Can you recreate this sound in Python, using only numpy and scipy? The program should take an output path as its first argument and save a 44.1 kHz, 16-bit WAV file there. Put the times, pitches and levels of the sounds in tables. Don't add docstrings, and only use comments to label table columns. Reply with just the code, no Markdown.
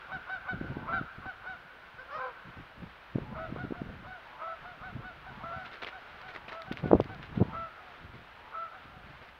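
import sys
import numpy as np
from scipy import signal
from scipy.fft import rfft, irfft, next_fast_len
from scipy.io import wavfile
from scipy.ndimage import map_coordinates

SR = 44100
rng = np.random.default_rng(int(sys.argv[2]) if len(sys.argv) > 2 else 0)


def wav_record(signal):
    frames = np.transpose(np.atleast_2d(signal))
    bounded = np.clip(frames, -1, 1)
    quanta = np.round(bounded * 32767).astype(np.int16)
    wavfile.write(sys.argv[1], SR, quanta)


N = 414099

# frequency_hz, level_db
GRASS_TONE = [(100, -8), (450, 4.5), (1500, 4), (2200, 5.5), (4000, -5.5), (5500, -18.5), (7500, -38.5),
              (15000, -42)]
# frequency_hz, level_db
CROAK_THROAT = [(300, -30.5), (580, -3), (760, -6.5), (1000, 0.5), (1350, 0.5), (1750, -21.5),
                (2150, -11.5), (3000, -31.5)]


def amp(db):
    return 10 ** (np.asarray(db) / 20)


def unit(x):
    return x / np.sqrt(np.mean(x ** 2) + 1e-20)


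def along(points, hz):
    frequencies, values = np.transpose(points)
    return np.interp(np.log(hz + 1), np.log(frequencies + 1), values)


def curve(rows):
    return np.interp(np.arange(N) / SR, *np.transpose(rows))


def wobble(rate, size=N):
    points = rng.standard_normal(int(size * rate / SR) + 4)
    return map_coordinates(points, [np.arange(size) * rate / SR])


def filtered(x, response):
    size = next_fast_len(len(x) + 8192)
    return irfft(rfft(x, size) * response(np.fft.rfftfreq(size, 1 / SR)), size)[:len(x)]


def coloured(x, tone):
    return filtered(x, lambda hz: amp(along(tone, hz)))


def noise(tone, lumps=1, size=N):
    return unit(coloured(lumps * rng.standard_normal(size), tone))


def add(track, start_s, sound):
    start = max(round(start_s * SR), 0)
    part = track[start:start + len(sound)]
    part += sound[:len(part)]


def swell(progress, rise, fall):
    fade_in = np.sin(np.pi / 2 * np.clip(progress / rise, 0, 1))
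    fade_out = np.sin(np.pi / 2 * np.clip((1 - progress) / fall, 0, 1)) ** 2
    return fade_in * fade_out


def pines():
    # time_s, level_db
    treble = [(0.0, -58), (1.99, -60), (2.12, -58.5), (5.15, -59), (5.57, -56.5), (9.39, -60)]
    # frequency_hz, level_db
    tone = [(20, -23.5), (80, -15), (400, -4.5), (700, 0), (1000, 0), (1500, 2.5), (1900, -2), (3000, -7),
            (4000, -14.5), (5000, -23), (6300, -32.5), (8000, -45.5), (16000, -75)]
    body_db = 5.5
    return amp(curve(treble) + body_db + 0.74 * wobble(7.8)) * noise(tone)


def lingering_ring():
    # frequency_hz, level_db
    tone = [(500, -120), (900, -30.5), (1250, -10), (1400, 5), (1560, 3.5), (1680, -9), (1900, -32.5),
            (3000, -120)]
    start_db, fade_db_per_s = -51.5, 6.5
    return amp(start_db - fade_db_per_s * np.arange(N) / SR) * noise(tone)


def air_flow_db():
    # start_s, hold_s, level_db
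    gusts = [(.12, 0.054, -50.5), (.37, 0.066, -62), (.525, 0.51, -42.5), (1.17, 0.098, -49),
             (1.42, 0.15, -60), (2.13, 0.11, -62), (2.47, .02, -48.5), (2.582, 0.027, -46),
             (2.791, 0.07, -45.5), (3.155, 0.81, -45), (4.02, .13, -54), (4.605, 1.04, -58.5),
             (4.857, .19, -51.5), (5.256, 0.23, -52), (6.1, 0.43, -61), (6.684, 0.937, -47),
             (6.84, 0.17, -36), (6.935, 0.028, -24.5), (7.41, 0.01, -28), (8.013, 0.18, -54),
             (8.842, 0.37, -58.5)]
    breeze_db, rise_s, fall_s = -68, 0.016, 0.024
    t = np.arange(N) / SR
    power = amp(breeze_db) ** 2
    for start_s, hold_s, level_db in gusts:
        fade = np.maximum(start_s - t, 0) / rise_s + np.maximum(t - start_s - hold_s, 0) / fall_s
        power = power + (amp(level_db) * np.exp(-np.minimum(fade, 20))) ** 2
    return 10 * np.log10(power) + 1.5 * wobble(16)


def eddy(pitch_hz):
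    def swing(cycles):
        lean = np.exp(1j * rng.uniform(0, 2 * np.pi))
        return np.real(lean / (1 - 1j * cycles) ** 7)

    cycles = np.arange(-SR // 50, SR // 50) / SR * pitch_hz
    return swing(0.95 * cycles) + amp(-10.5) * swing(1.91 * cycles - 0.6)


def wind():
    # frequency_hz, level_db
    buffet_tone = [(10, -33.5), (40, -18), (80, -1.5), (135, 2), (230, -5), (350, -12), (550, -27.5),
                   (900, -43), (2000, -94.5)]
    # frequency_hz, level_db
    rumble_tone = [(10, -9), (35, 2), (70, 4), (140, -14), (400, -63.5)]
    # frequency_hz, level_db
    flutter_tone = [(20, -40), (100, -24), (300, -2.5), (520, 0.5), (900, -14.5), (1300, -22.5),
                    (2200, -58), (5000, -120)]
    # middle_s, level_db, pitch_hz
    eddies = [(0.5332, -31, 217), (0.614, -23, 272), (0.6467, -30.5, 237), (.771, -27, 325),
              (1.0135, -28.5, 228), (3.1588, -19.5, 235), (3.1847, -23, 408), (3.5254, -26.5, 210),
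              (3.563, -28, 423), (3.651, -27.5, 256), (3.7091, -27, 260), (3.7234, -23, 298),
              (3.819, -25, 227), (6.715, -24, 238), (6.86, -20.5, 272), (6.9149, -11, 580),
              (6.933, -3, 406), (6.94, -12.5, 395), (6.9526, -14, 377), (7.0013, -10.5, 468),
              (7.378, -20, 180), (7.4049, -20.5, 340), (7.425, -15.5, 355)]
    flow_db = air_flow_db()
    lumps = amp(4.5 * wobble(70))
    out = amp(flow_db) * noise(buffet_tone, lumps)
    out += amp(0.58 * flow_db - 28) * noise(rumble_tone)
    out += amp(1.318 * flow_db + 1) * noise(flutter_tone, lumps)
    for middle_s, level_db, pitch_hz in eddies:
        swirl = eddy(pitch_hz)
        add(out, middle_s - len(swirl) / 2 / SR, amp(level_db) * swirl)
    return out


def deer_steps():
    # start_s, brush_s, level_db
    steps = [(5.648, 0.038, -47), (5.712, 0.064, -48.5), (5.818, 0.036, -39), (5.8633, 0.041, -43),
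             (6.279, 0.041, -47.5), (6.335, 0.053, -48), (6.478, 0.029, -45), (6.508, 0.061, -46.5),
             (6.715, 0.03, -46.5), (6.765, 0.05, -46.5), (6.858, 0.027, -50), (7.027, 0.036, -61),
             (7.219, 0.063, -51.5), (7.349, 0.043, -51), (8.134, 0.055, -56.5), (9.212, 0.099, -55.5)]
    out = np.zeros(N)
    for start_s, brush_s, level_db in steps:
        size = int(1.34 * brush_s * SR)
        crackle = noise(GRASS_TONE, lumps=amp(5.3 * wobble(1205, size)), size=size)
        fade = swell(np.linspace(0, 1, size), rise=0.11, fall=0.68)
        add(out, start_s, amp(level_db) * crackle * fade)
    return out


def snapping_stalks():
    # start_s, peak_db, brightness_db_per_octave
    snaps = [(5.8675, -31, -4), (6.216, -39, 4), (6.362, -26.5, -1.5), (6.521, -30, -3), (6.62, -32, 3),
             (6.7254, -33, 6), (7.0066, -30.5, 5.5), (7.043, -36, 4.5), (7.147, -39, 4.5),
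             (7.229, -33.5, 1.5)]
    fade_s, lead_samples = 0.008, SR // 700
    t = np.arange(SR // 50) / SR
    out = np.zeros(N)
    for start_s, peak_db, brightness in snaps:
        burst = np.pad(rng.standard_normal(len(t)) * amp(-60 * t / fade_s), (lead_samples, 0))
        tone = lambda hz: amp(along(GRASS_TONE, hz) + brightness * np.log2(np.maximum(hz, 100)))
        crack = filtered(burst, tone)
        add(out, start_s - lead_samples / SR, amp(peak_db) * crack / np.abs(crack).max())
    return out


def wood_echo(calls):
    # frequency_hz, level_db
    tone = [(300, -19.5), (750, -7.5), (1500, -2), (2500, 0), (6000, -7)]
    # frequency_hz, fade_s
    fade_times = [(300, .8), (1500, 2.6), (5000, 0.89)]
    hz, t, bands = signal.stft(rng.standard_normal(int(1.5 * SR)), SR, nperseg=256)
    fade = amp(-60 * t / along(fade_times, hz)[:, None])
    tail = signal.istft(bands * fade, SR, nperseg=256)[1]
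    blurred = calls * wobble(190)
    scattered = signal.fftconvolve(blurred, tail / np.linalg.norm(tail))[:N]
    return coloured(scattered, tone)


def tree_line(calls, nearest_s, farthest_s, level_db, count):
    out = np.zeros(N)
    for delay_s in np.linspace(nearest_s, farthest_s, count) + rng.uniform(0, 0.004, count):
        add(out, delay_s, amp(level_db) * np.sqrt(nearest_s / delay_s) * calls)
    return out


def harmonics(pitch_hz, level_db, count, flutter_db):
    phase = 2 * np.pi * np.cumsum(pitch_hz) / SR
    out = np.zeros(len(phase))
    for k in range(1, count + 1):
        gain = amp(level_db(k) + flutter_db * wobble(71.5, len(phase)))
        out += gain * np.sin(k * phase + rng.uniform(0, 2 * np.pi))
    return out


def grunt(length_s, start_hz, end_hz, throat, jitter, growth_db):
    progress = np.linspace(0, 1, int(length_s * SR))
    slide_hz = start_hz * (end_hz / start_hz) ** progress
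    pitch_hz = slide_hz * (1 + jitter * wobble(250, len(progress)))
    buzz = harmonics(pitch_hz, lambda k: along(throat, k * pitch_hz), count=16, flutter_db=4)
    return unit(buzz) * amp(growth_db * (progress - 1.5)) * swell(progress, rise=0.52, fall=0.18)


def honk(arch_s, top_hz, base_db, octave_db, throat, upper_db,
         crest, droop, flatness, rise, fall, rasp, flutter_db):
    place = np.arange(-0.06, 1.2, 1 / (arch_s * SR))
    size = len(place)
    progress = np.linspace(0, 1, size)
    scoop = 0.03 * np.exp(-progress / 0.075)
    bend = 1 - droop * np.abs(place - crest) ** flatness - scoop
    pitch_hz = top_hz * bend * (1 + 0.0088 * wobble(166, size) + 0.003 * wobble(30, size))
    ring_db = octave_db + 1.1 - 34 * (1 - bend)
    effort_db = (base_db + ring_db) / 2 + upper_db
    level_db = lambda k: base_db if k == 1 else ring_db if k == 2 else effort_db + along(throat, k * pitch_hz)
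    tone = harmonics(pitch_hz, level_db, count=10, flutter_db=flutter_db)
    ragged = 1 + (0.064 + rasp * np.exp(-progress / 0.083)) * wobble(650, size)
    return np.sqrt(2) * tone * ragged * swell(progress, rise, fall)


def squawking_goose():
    # start_s, arch_s, top_hz, crest (share of the arch), base_db, octave_db, shrill_db
    notes = [(1.975, 0.061, 521, 0.56, -57.5, -59, 1), (2.098, .098, 628.3, 0.84, -47, -40.5, -3),
             (2.158, 0.15, 513.7, 0.393, -45.5, -43.5, -25)]
    # frequency_hz, level_db
    throat = [(1500, 9), (1900, -9), (2500, -17), (3050, -15), (3800, -29), (4900, -23), (5500, -29),
              (6200, -44)]
    out = np.zeros(N)
    for start_s, arch_s, top_hz, crest, base_db, octave_db, shrill_db in notes:
        note = honk(arch_s, top_hz, base_db, octave_db, throat, upper_db=shrill_db, crest=crest,
                    droop=0.27, flatness=2.25, rise=0.33, fall=0.48, rasp=0.25, flutter_db=-1.5)
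        add(out, start_s, note)
    add(out, 2.06, amp(-43.5) * grunt(0.27, 280, 262, CROAK_THROAT, jitter=0.04, growth_db=1.5))
    return out


def low_goose():
    # start_s, arch_s, top_hz, base_db, octave_db
    honks = [(0.881, 0.12, 685.6, -46, -36.5), (3.356, 0.13, 652.5, -43, -47.5),
             (4.409, 0.15, 657.6, -47, -41.5), (5.427, .17, 675, -48, -44), (6.515, .135, 657, -49, -48),
             (7.53, .15, 668, -49.5, -41), (8.536, 0.14, 666, -53, -39.5)]
    # frequency_hz, level_db
    throat = [(1500, -28.5), (2050, -18), (2700, -28.5), (4000, -35), (6000, -58)]
    # frequency_hz, level_db
    murmur_throat = [(400, -23), (720, -8.5), (930, 4.5), (1200, -11), (1500, -26.5), (2000, -31.5)]
    out = np.zeros(N)
    for start_s, arch_s, top_hz, base_db, octave_db in honks:
        murmur = grunt(0.22, 112, 131, murmur_throat, jitter=0.004, growth_db=11.5)
        croak = grunt(0.07, 150, 220, CROAK_THROAT, jitter=0.06, growth_db=1)
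        call = honk(arch_s, top_hz, base_db, octave_db, throat, upper_db=3, crest=0.4485,
                    droop=0.548, flatness=3.57, rise=0.1, fall=0.53, rasp=0.5, flutter_db=0.2)
        mean_db = (base_db + octave_db) / 2
        add(out, start_s - 0.2, amp(mean_db + 2) * murmur)
        add(out, start_s - 0.026, amp(mean_db + 0.5) * croak)
        add(out, start_s, call)
    return out


def high_goose():
    # start_s, arch_s, top_hz, octave_db
    yelps = [(0.115, 0.066, 761.4, -39), (0.293, 0.088, 765, -39), (0.481, 0.058, 761, -35.5),
             (.921, 0.085, 773, -35.5), (1.253, 0.067, 763, -43.5), (1.459, 0.098, 758, -44),
             (2.188, .105, 781, -45.5), (3.379, .11, 745, -47.5), (3.579, .086, 728, -47.5),
             (3.749, 0.075, 717, -53.5), (4.06, 0.13, 750.5, -49.5), (4.468, 0.089, 758, -52),
             (4.648, 0.1, 732, -51.5), (4.828, 0.087, 761, -47.5), (5.035, 0.084, 751, -47),
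             (5.26, 0.06, 762, -50.5), (5.521, 0.15, 760, -47.5), (5.926, 0.065, 762, -52.5),
             (6.221, 0.13, 752, -54), (6.664, 0.087, 770, -52), (6.83, 0.08, 742, -50.5),
             (7.091, 0.069, 768, -52.5), (7.346, 0.073, 715, -57), (7.784, 0.15, 750, -64),
             (8.733, 0.062, 770, -60), (8.925, 0.091, 754, -66), (9.223, 0.055, 736, -76)]
    # frequency_hz, level_db
    throat = [(1500, -5.5), (2000, -19.5), (2300, -13), (2700, -16), (3100, -25), (3400, -23.5),
              (3850, -20), (4300, -30), (4700, -31), (6000, -50.5), (8000, -63.5)]
    even_db = -52.5
    out = np.zeros(N)
    for start_s, arch_s, top_hz, octave_db in yelps:
        base_db = even_db + 0.47 * (octave_db - even_db)
        croak = grunt(0.064, 140, 250, CROAK_THROAT, jitter=0.047, growth_db=14.5)
        yelp = honk(arch_s, top_hz, base_db, octave_db, throat, upper_db=-0.5, crest=0.33,
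                    droop=0.351, flatness=2.05, rise=0.1, fall=0.49, rasp=0.8, flutter_db=2)
        add(out, start_s - 0.045, amp(base_db + 13) * croak)
        add(out, start_s, yelp)
    return out


def scene():
    geese = high_goose() + low_goose() + squawking_goose()
    echoes = tree_line(geese, nearest_s=0.016, farthest_s=0.06, level_db=-18, count=3)
    echoes += amp(-10) * wood_echo(geese)
    deer = deer_steps() + snapping_stalks()
    return (geese + echoes + deer + wind() + pines() + lingering_ring())[None]


def record(dry):
    # frequency_hz, level_db
    hiss_tone = [(20, 2), (5000, -3), (8000, -3.5), (11000, -1), (16000, -0.5)]
    whine_hz, cutoff_hz = (7767, 7826), 15750
    hiss = amp(-80) * noise(hiss_tone)
    whine = amp(-102.5) * sum(np.sin(2 * np.pi * hz * np.arange(N) / SR) for hz in whine_hz)
    return filtered(dry[0] + hiss + whine, lambda hz: hz < cutoff_hz)[None]


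dry = scene()
out = record(dry)
wav_record(out)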